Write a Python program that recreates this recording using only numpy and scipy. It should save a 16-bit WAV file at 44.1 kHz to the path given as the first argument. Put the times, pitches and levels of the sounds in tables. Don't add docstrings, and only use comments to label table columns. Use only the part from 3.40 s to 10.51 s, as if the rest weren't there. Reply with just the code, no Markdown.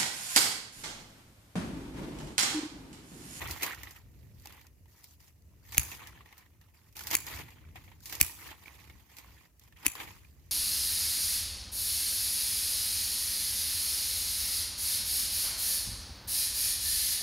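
import sys
import numpy as np
from scipy import signal
from scipy.fft import rfft, irfft, next_fast_len
from scipy.io import wavfile
from scipy.ndimage import uniform_filter1d, map_coordinates

SR = 44100
rng = np.random.default_rng(int(sys.argv[2]) if len(sys.argv) > 2 else 0)


def pcm_store(signal):
    levels = np.round(np.clip(np.atleast_2d(signal), -1, 1) * 32767)
    wavfile.write(sys.argv[1], SR, levels.astype(np.int16).T)


N = 313551


def amp(db):
    return 10 ** (np.asarray(db) / 20)


def unit(x):
    return x / np.sqrt(np.mean(x ** 2) + 1e-20)


def along(points, hz):
    f, v = np.transpose(points)
    return np.interp(np.log(hz + 1), np.log(f + 1), v)


def wobble(rate):
    knots = rng.standard_normal(int(N * rate / SR) + 4)
    return map_coordinates(knots, [np.arange(N) * rate / SR])


def filtered(x, response):
    m = next_fast_len(x.shape[-1] + 8192)
    return irfft(rfft(x, m) * response(np.fft.rfftfreq(m, 1 / SR)), m)[..., :x.shape[-1]]


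def coloured(x, spectrum):
    return unit(filtered(x, lambda hz: amp(along(spectrum, hz))))


def stereo_noise(correlation):
    turn = np.arccos(correlation) / 2
    mid, side = rng.standard_normal((2, N)) * [[np.cos(turn)], [np.sin(turn)]]
    return np.array([mid + side, mid - side])


def panned(db):
    return amp(np.multiply.outer([.5, -.5], db))


# time in seconds, rumble level in dB.
FAN_LEVELS = [(0.0, -48), (0.16, -51.5), (0.73, -54.5), (1.05, -49.5), (1.58, -62.5), (2.59, -53.5),
              (2.71, -55.5), (2.91, -58), (3.15, -62), (3.46, -56), (3.9, -52), (4.36, -56), (4.83, -57),
              (5.17, -55.5), (5.96, -56), (6.3, -60.5), (6.65, -55.5), (7.11, -56.5)]
# frequency in Hz, relative spectral density in dB.
FAN_SPECTRUM = [(13, -62.5), (22, -35), (42, -8), (64, 2), (102, -5), (199, -20.5), (269, -21.5),
                (381, -28), (700, -39), (910, -63.5), (1540, -120)]
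HISS_SPECTRUM = [(240, -38), (400, -11), (497, -10), (580, -7.5), (1470, -17.5), (2960, -14.5), (3150, -32),
                 (3510, -24), (6230, -16), (8760, -19), (13500, -12.5), (16300, -24)]

def background():
    fan_db = np.interp(np.arange(N) / SR, *np.transpose(FAN_LEVELS))
    fans = amp(fan_db + 3.3 * wobble(7.5)) * coloured(stereo_noise(0.81), FAN_SPECTRUM)
    hiss = amp(-74 + 0.97 * wobble(15)) * coloured(stereo_noise(0.023), HISS_SPECTRUM)
    return fans + hiss


def contacts(rate, spread_db, life_s):
    starts = (rng.random(N) < rate / SR) * amp(spread_db * rng.exponential(size=N))
    fall = np.exp(-1 / (life_s * SR))
    return unit(signal.lfilter([1], [1, -fall], starts))


def pops(rate, spread_db, cycles):
    when, pitch, strength, place = rng.random((round(rate * N / SR), 4)).T[:, :, None]
    t = np.arange(400) / SR
    hz = 950 * 2.8 ** pitch
    tones = amp(-spread_db * np.log(strength)) * np.sin(2 * np.pi * hz * t) * np.exp(-hz * t / cycles)
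    at = ((when * N).astype(int) + np.arange(len(t))).ravel()
    sides = panned(12 * (place - .5))
    return unit(np.array([np.bincount(at, (tones * side).ravel(), N)[:N] for side in sides]))


def patchy(x, depth_db=2.5):
    z = signal.stft(x, nperseg=256)[2]
    field = uniform_filter1d(rng.standard_normal(z.shape[1:]), size=4, axis=0)
    field = uniform_filter1d(field, size=8, axis=1)
    return signal.istft(z * amp(depth_db * unit(field)), nperseg=256)[1][:, :N]


# start and length in seconds, then drag level,
# edge level, swell and pan in dB.
LEAF_STROKES = [(0, 0.064, -42, -48, 0.5, -1.5), (0.078, 0.15, -44.5, -46.5, -7.5, -3),
                (0.205, 0.12, -38.5, -44.5, -5.5, -4), (0.326, 0.11, -48.5, -53.5, -10, -4),
                (0.426, 0.14, -55.5, -57, -4, -3), (0.547, 0.15, -63, -65.5, -12.5, -2),
                (.7, .22, -79, -76.5, 4, -8.5), (0.919, 0.12, -79.5, -74, 15.5, -4),
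                (1.044, 0.21, -57.5, -61, -5.5, -2), (1.474, 0.15, -75.5, -70, 9.5, -0.5),
                (1.628, .11, -71.5, -62, -2.5, 0), (1.792, 0.093, -74, -68, 6, -1),
                (1.927, 0.37, -89.5, -86, 17, -4), (2.223, .16, -71.5, -66, 18.5, 0.5),
                (2.386, .17, -49, -45.5, -6, 0), (2.558, 0.14, -52, -59, -5, 0.5),
                (2.697, 0.12, -60, -67.5, -2.5, 0), (2.847, 0.17, -63, -68, 0.5, -0.5),
                (3.037, 0.16, -72, -76, -10, -5), (3.201, 0.1, -70, -73, -6, -5),
                (3.333, 0.16, -71, -69.5, -1.5, -1.5), (3.551, 0.21, -52.5, -51, -0.5, -3.5),
                (3.763, 0.21, -49.5, -50, -7.5, -2.5), (3.864, 0.14, -45, -46.5, -3, 0),
                (4.032, 0.11, -59.5, -63.5, -2.5, -0.5), (4.148, 0.27, -63, -70, -8.5, -2),
                (4.347, 0.27, -63, -64.5, -12, 0), (4.619, 0.097, -68.5, -58, 10.5, 1),
                (4.71, 0.11, -56, -50.5, 2, -3), (4.821, 0.11, -47.5, -43, -13.5, -2),
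                (4.936, 0.143, -60, -57.5, 10.5, 0.5), (5.092, 0.048, -47, -55, -6, -2),
                (5.163, 0.075, -67.5, -68.5, 8, -1.5), (5.249, 0.51, -57.5, -59, -16, -5),
                (5.692, 0.097, -63.5, -63, 1, -2), (5.793, .27, -61, -63.5, -6, -2.5),
                (6.209, 0.075, -64.5, -65, -7, -2), (6.354, 0.12, -69, -70, 21.5, -2),
                (6.46, 0.1, -52.5, -56, -11, -3), (6.557, 0.067, -50.5, -56.5, 5, 0),
                (6.593, 0.25, -45.5, -49, -24.5, -1), (6.84, 0.34, -74, -70.5, -4, -5)]

def strokes():
    attack_s, release_db_per_s, settling_db = 0.0086, 349, [-86, -80.5]
    t = np.arange(N) / SR
    power = np.ones((2, 2, N)) * amp(settling_db)[:, None, None] ** 2
    for start, length, drag_db, edge_db, swell_db, pan_db in LEAF_STROKES:
        at = slice(round(start * SR), round((start + length + .2) * SR))
        age = t[at] - start
        swell = swell_db * np.clip(age / length, 0, 1)
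        release = amp(-release_db_per_s * np.clip(age - length, 0, None))
        shape = np.clip(age / attack_s, 0, 1) * release * panned(pan_db)[:, None]
        power[0, :, at] += (shape * amp(drag_db + swell)) ** 2
        power[1, :, at] += (shape * amp(edge_db + 0.83 * swell)) ** 2
    return np.sqrt(power)


# frequency in Hz, relative spectral density in dB.
DRAG_SPECTRUM = [(120, -31.5), (200, -3), (222, -16), (320, -2), (381, -11.5), (444, -7.5), (548, -14),
                 (624, -13.5), (877, -4), (1560, -13.5), (1840, -2.5), (3300, -10), (4290, -17),
                 (7260, -120)]
EDGE_SPECTRUM = [(1760, -25), (3000, -8.5), (4810, 0.5), (5200, -2.5), (5820, -1), (7610, -3), (8230, -10),
                 (8890, -6), (10200, -5), (12200, -1.5), (13400, 0), (15100, -0.5), (16200, -37)]

def rustle():
    drag_gain, edge_gain = strokes()
    slips = unit(1.2 + contacts(rate=150, spread_db=1.5, life_s=.006))
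    ticks = unit(0.4 + contacts(rate=1300, spread_db=2.5, life_s=0.0012))
    drag = coloured(patchy(slips * stereo_noise(.2)), DRAG_SPECTRUM)
    drag += amp(-7) * pops(rate=220, spread_db=2.2, cycles=2.6)
    edges = coloured(patchy(unit(slips + ticks) * stereo_noise(0.059)), EDGE_SPECTRUM)
    return drag_gain * drag + edge_gain * edges


# start in seconds, relative pop and tick levels in dB, pop pitch in Hz, crunch T60 in seconds.
STEM_CRACKS = [(.075, -50, -37, 2000, .03), (.097, -50, -38, 2000, .03), (.11, -41, -27, 2080, 0.091),
               (.223, -27, -28, 2140, 0.11), (.231, -22, -23, 2500, 0.095), (.264, -28, -31, 1170, 0.044),
               (.3, -36, -50, 1300, 0.043), (.347, -42, -40, 1850, 0.039), (.433, -35.5, -35.5, 1980, 0.05),
               (.471, -32.5, -60, 1980, 0.039), (.509, -52, -40.5, 2120, 0.073),
               (.998, -65, -52, 2000, .02), (1.021, -65, -51, 2000, .02), (1.057, -37, -37.5, 830, 0.027),
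               (1.072, -42, -39, 2670, 0.026), (1.124, -47, -45, 2030, .03), (1.213, -48, -50, 2330, .03),
               (1.268, -51, -48, 2510, .03), (1.382, -67, -73, 2400, 0.018), (1.457, -55, -63, 920, .05),
               (1.642, -51, -41.5, 2270, 0.064), (1.804, -64, -52.5, 2470, 0.093),
               (2.022, -67, -59, 2000, 0.018), (2.322, -41, -36, 2540, 0.25),
               (2.346, -28, -32.5, 2200, 0.024), (2.516, -34, -41, 2660, 0.12),
               (2.619, -38.5, -68, 1090, 0.022), (2.672, -43, -39, 1740, 0.063),
               (2.775, -42.5, -67, 1730, 0.022), (2.807, -41, -76, 1120, 0.032),
               (2.859, -42.5, -55, 1900, 0.029), (2.926, -41, -51, 2130, 0.047),
               (2.98, -52, -45.5, 990, 0.098), (3.213, -52.5, -53.5, 1830, .045),
               (3.485, -64.5, -64, 1980, 0.023), (3.526, -59, -55, 2560, 0.089),
               (3.567, -43.5, -36, 846, 0.14), (3.592, -40, -36, 1710, 0.051),
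               (3.608, -36, -39, 1450, 0.068), (3.637, -54, -38.5, 2470, 0.043),
               (3.67, -34.5, -28, 1950, 0.11), (3.705, -36, -30.5, 2460, 0.055),
               (3.712, -25.5, -25, 2140, 0.091), (3.867, -52, -32.5, 850, 0.029),
               (3.989, -42, -59, 1810, 0.24), (4.105, -55, -50, 1980, 0.068), (4.25, -51.5, -68, 2310, .04),
               (4.357, -36.5, -47.5, 765, 0.13), (4.44, -55, -54.5, 1950, 0.23),
               (4.478, -46, -67, 2220, 0.093), (4.516, -46, -59, 940, 0.1),
               (4.605, -67.5, -52.5, 1560, 0.064), (4.635, -61, -48, 990, .05),
               (4.657, -44.5, -34.5, 2740, 0.17), (4.696, -42, -39, 2200, 0.2),
               (4.725, -32, -33, 1630, 0.14), (4.752, -39.5, -30.5, 2300, 0.028),
               (4.895, -37, -43, 940, 0.063), (5.088, -38, -52, 1730, 0.066),
               (5.258, -36, -61, 2290, 0.014), (5.498, -41, -53, 2190, .065),
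               (5.768, -47.5, -43.5, 2530, 0.12), (5.785, -41, -41.5, 2330, 0.071),
               (6.196, -64, -48.5, 1800, 0.037), (6.237, -57.5, -53, 1020, 0.049),
               (6.324, -49, -57.5, 1784, 0.07), (6.553, -33.5, -35.5, 1050, .06),
               (6.601, -29.5, -54, 2340, 0.089), (6.677, -41, -60, 2230, 0.08),
               (6.706, -43, -64, 960, .045), (6.847, -45, -60, 2400, 0.036)]
# start and end in seconds, final body and treble in dB.
BLADE_BITES = [(2.371, 2.380, -35, -38), (3.729, 3.752, -31, -31), (4.800, 4.812, -36, -32),
               (6.449, 6.464, -36, -37)]

def cracks():
    tone, low, high = np.zeros((3, 2, N + SR))
    t = np.arange(SR // 5) / SR
    rise = 1 - np.exp(-t / .0007)
    tick = 1.9 * amp(-60 * t / .007)
    pans_db = -1 + rng.standard_normal(len(STEM_CRACKS))
    for (start, pop_db, tick_db, hz, t60), pan_db in zip(STEM_CRACKS, pans_db):
        side = panned(pan_db)[:, None]
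        at = slice(round(start * SR), round(start * SR) + len(t))
        crunch = rise * amp(-60 * t / t60)
        tone[:, at] += side * rise * amp(pop_db - 4 - 60 * t / 0.025) * np.sin(2 * np.pi * hz * t)
        low[:, at] += side * amp(pop_db - 9) * crunch
        high[:, at] += side * amp(tick_db - 8) * (tick + crunch)
    for start, end, body_db, treble_db in BLADE_BITES:
        at = slice(round(start * SR), round(end * SR))
        closing_db = np.linspace(-5, 0, at.stop - at.start)
        fits = amp(2.5 * wobble(300)[at] + closing_db)
        low[:, at] += amp(body_db) * fits
        high[:, at] += amp(treble_db) * fits
    body = low[:, :N] * coloured(stereo_noise(0.056), DRAG_SPECTRUM)
    treble = high[:, :N] * coloured(stereo_noise(0.074), EDGE_SPECTRUM)
    return tone[:, :N] + body + treble


# frequency in Hz, reverberation time in seconds.
TAIL_T60 = [(300, .4), (2000, 0.66), (7000, 0.76), (14000, 0.58)]
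# delay in seconds, click level in dB, smear level in dB.
ROOF_ECHOES = [(0.0152, -18.5, -15), (0.034, -29, -24.5), (.051, -37.5, -23.5), (0.069, -53, -31.5)]

def greenhouse(size):
    hz, t, z = signal.stft(rng.standard_normal((2, size)), SR, nperseg=128)
    tail = signal.istft(z * amp(-60 * t / along(TAIL_T60, hz)[:, None]), SR, nperseg=128)[1][:, :size]
    response = amp(-19) * tail / np.linalg.norm(tail[0])
    t = np.arange(size) / SR
    for delay, click_db, smear_db in ROOF_ECHOES:
        age = np.clip(t - delay, 0, None)
        smear = (t > delay) * amp(-60 * age / .03) * rng.standard_normal((2, size))
        response += amp(smear_db) * smear / np.linalg.norm(smear[0])
        response[:, round(delay * SR)] += amp(click_db)
    return response


# resonance in Hz, bandwidth in Hz, relative level in dB.
SNIP_RESONANCES = [(2470, 420, 4.5), (4530, 320, -3), (6590, 980, 1.5), (8040, 520, -0.5), (9000, 700, -5),
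                   (11150, 1600, 1), (14960, 2700, -7)]

def snip_colour(hz, tilt_db):
    response = 0
    for k, (centre, width, db) in enumerate(SNIP_RESONANCES):
        gain = (-1) ** k * amp(db - tilt_db * np.log2(centre / 6000))
        response += gain * 1j * hz * width / (centre ** 2 - hz ** 2 + 1j * hz * width)
    return response


# frequency in Hz, phase difference in radians.
PORT_PHASES = [(500, .2), (2600, 0.48), (4500, 0.96), (7000, 2), (11000, 1.7), (16000, 1.7)]

def ports(hz):
    return np.exp(np.multiply.outer([.5j, -.5j], along(PORT_PHASES, hz)))


# start in seconds, then relative level, pan, jolt and knock in dB, burst T60 in seconds,
# bass tilt from stem thickness in dB per octave.
CUTS = [(2.3803, -1, -1.5, -16, -37.5, 0.0024, -4), (3.7518, -4, 1.5, -40, -40, 0.0066, -1.5),
        (4.8124, -0.5, -4, -20.5, -35, 0.0075, -3.5), (6.4647, -7, 0.5, -22, -24.5, 0.013, -1)]

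def snips():
    out = np.zeros((2, N + SR))
    t = np.arange(SR // 2) / SR
    for start, db, pan_db, jolt_db, knock_db, t60, tilt_db in CUTS:
        noise = rng.standard_normal((3, len(t)))
        burst = (noise[0] + .6 * noise[1:]) * (amp(-60 * t / t60) + amp(-15 - 60 * t / .03))
        burst[:, 20] += 8
        snap = filtered(burst, lambda hz: snip_colour(hz, tilt_db) * ports(hz))
        snap = panned(pan_db)[:, None] * snap / np.abs(snap).max()
        echo = signal.fftconvolve(snap, greenhouse(len(t)), axes=1)[:, :len(t)]
        thud = np.sin(2 * np.pi * 62 * t) + 0.49 * np.sin(2 * np.pi * 115 * t)
        rise = 1 - np.exp(-t / 0.0038)
        jolt = amp(jolt_db - 60 * t / 0.081) * rise * thud * amp([[0], [-14]])
        knock = amp(knock_db - 60 * t / 0.039) * np.sin(2 * np.pi * 290 * t)
        out[:, round(start * SR):][:, :len(t)] += amp(db + 3) * (snap + echo + jolt + knock)
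    return out[:, :N]


def scene():
    return snips() + cracks() + rustle() + background()


def record(dry):
    bass_hz, top_hz = 45, 16900
    saturated = dry / (1 + np.abs(dry) ** 6) ** (1 / 6)
    highpass = lambda hz: (1j * hz / (1j * hz + bass_hz)) ** 2
    lowpass = lambda hz: np.sin(np.pi / 2 * np.clip((top_hz - hz) / 600, 0, 1)) ** 2
    return filtered(saturated, lambda hz: highpass(hz) * lowpass(hz))


dry = scene()
out = record(dry)
pcm_store(out)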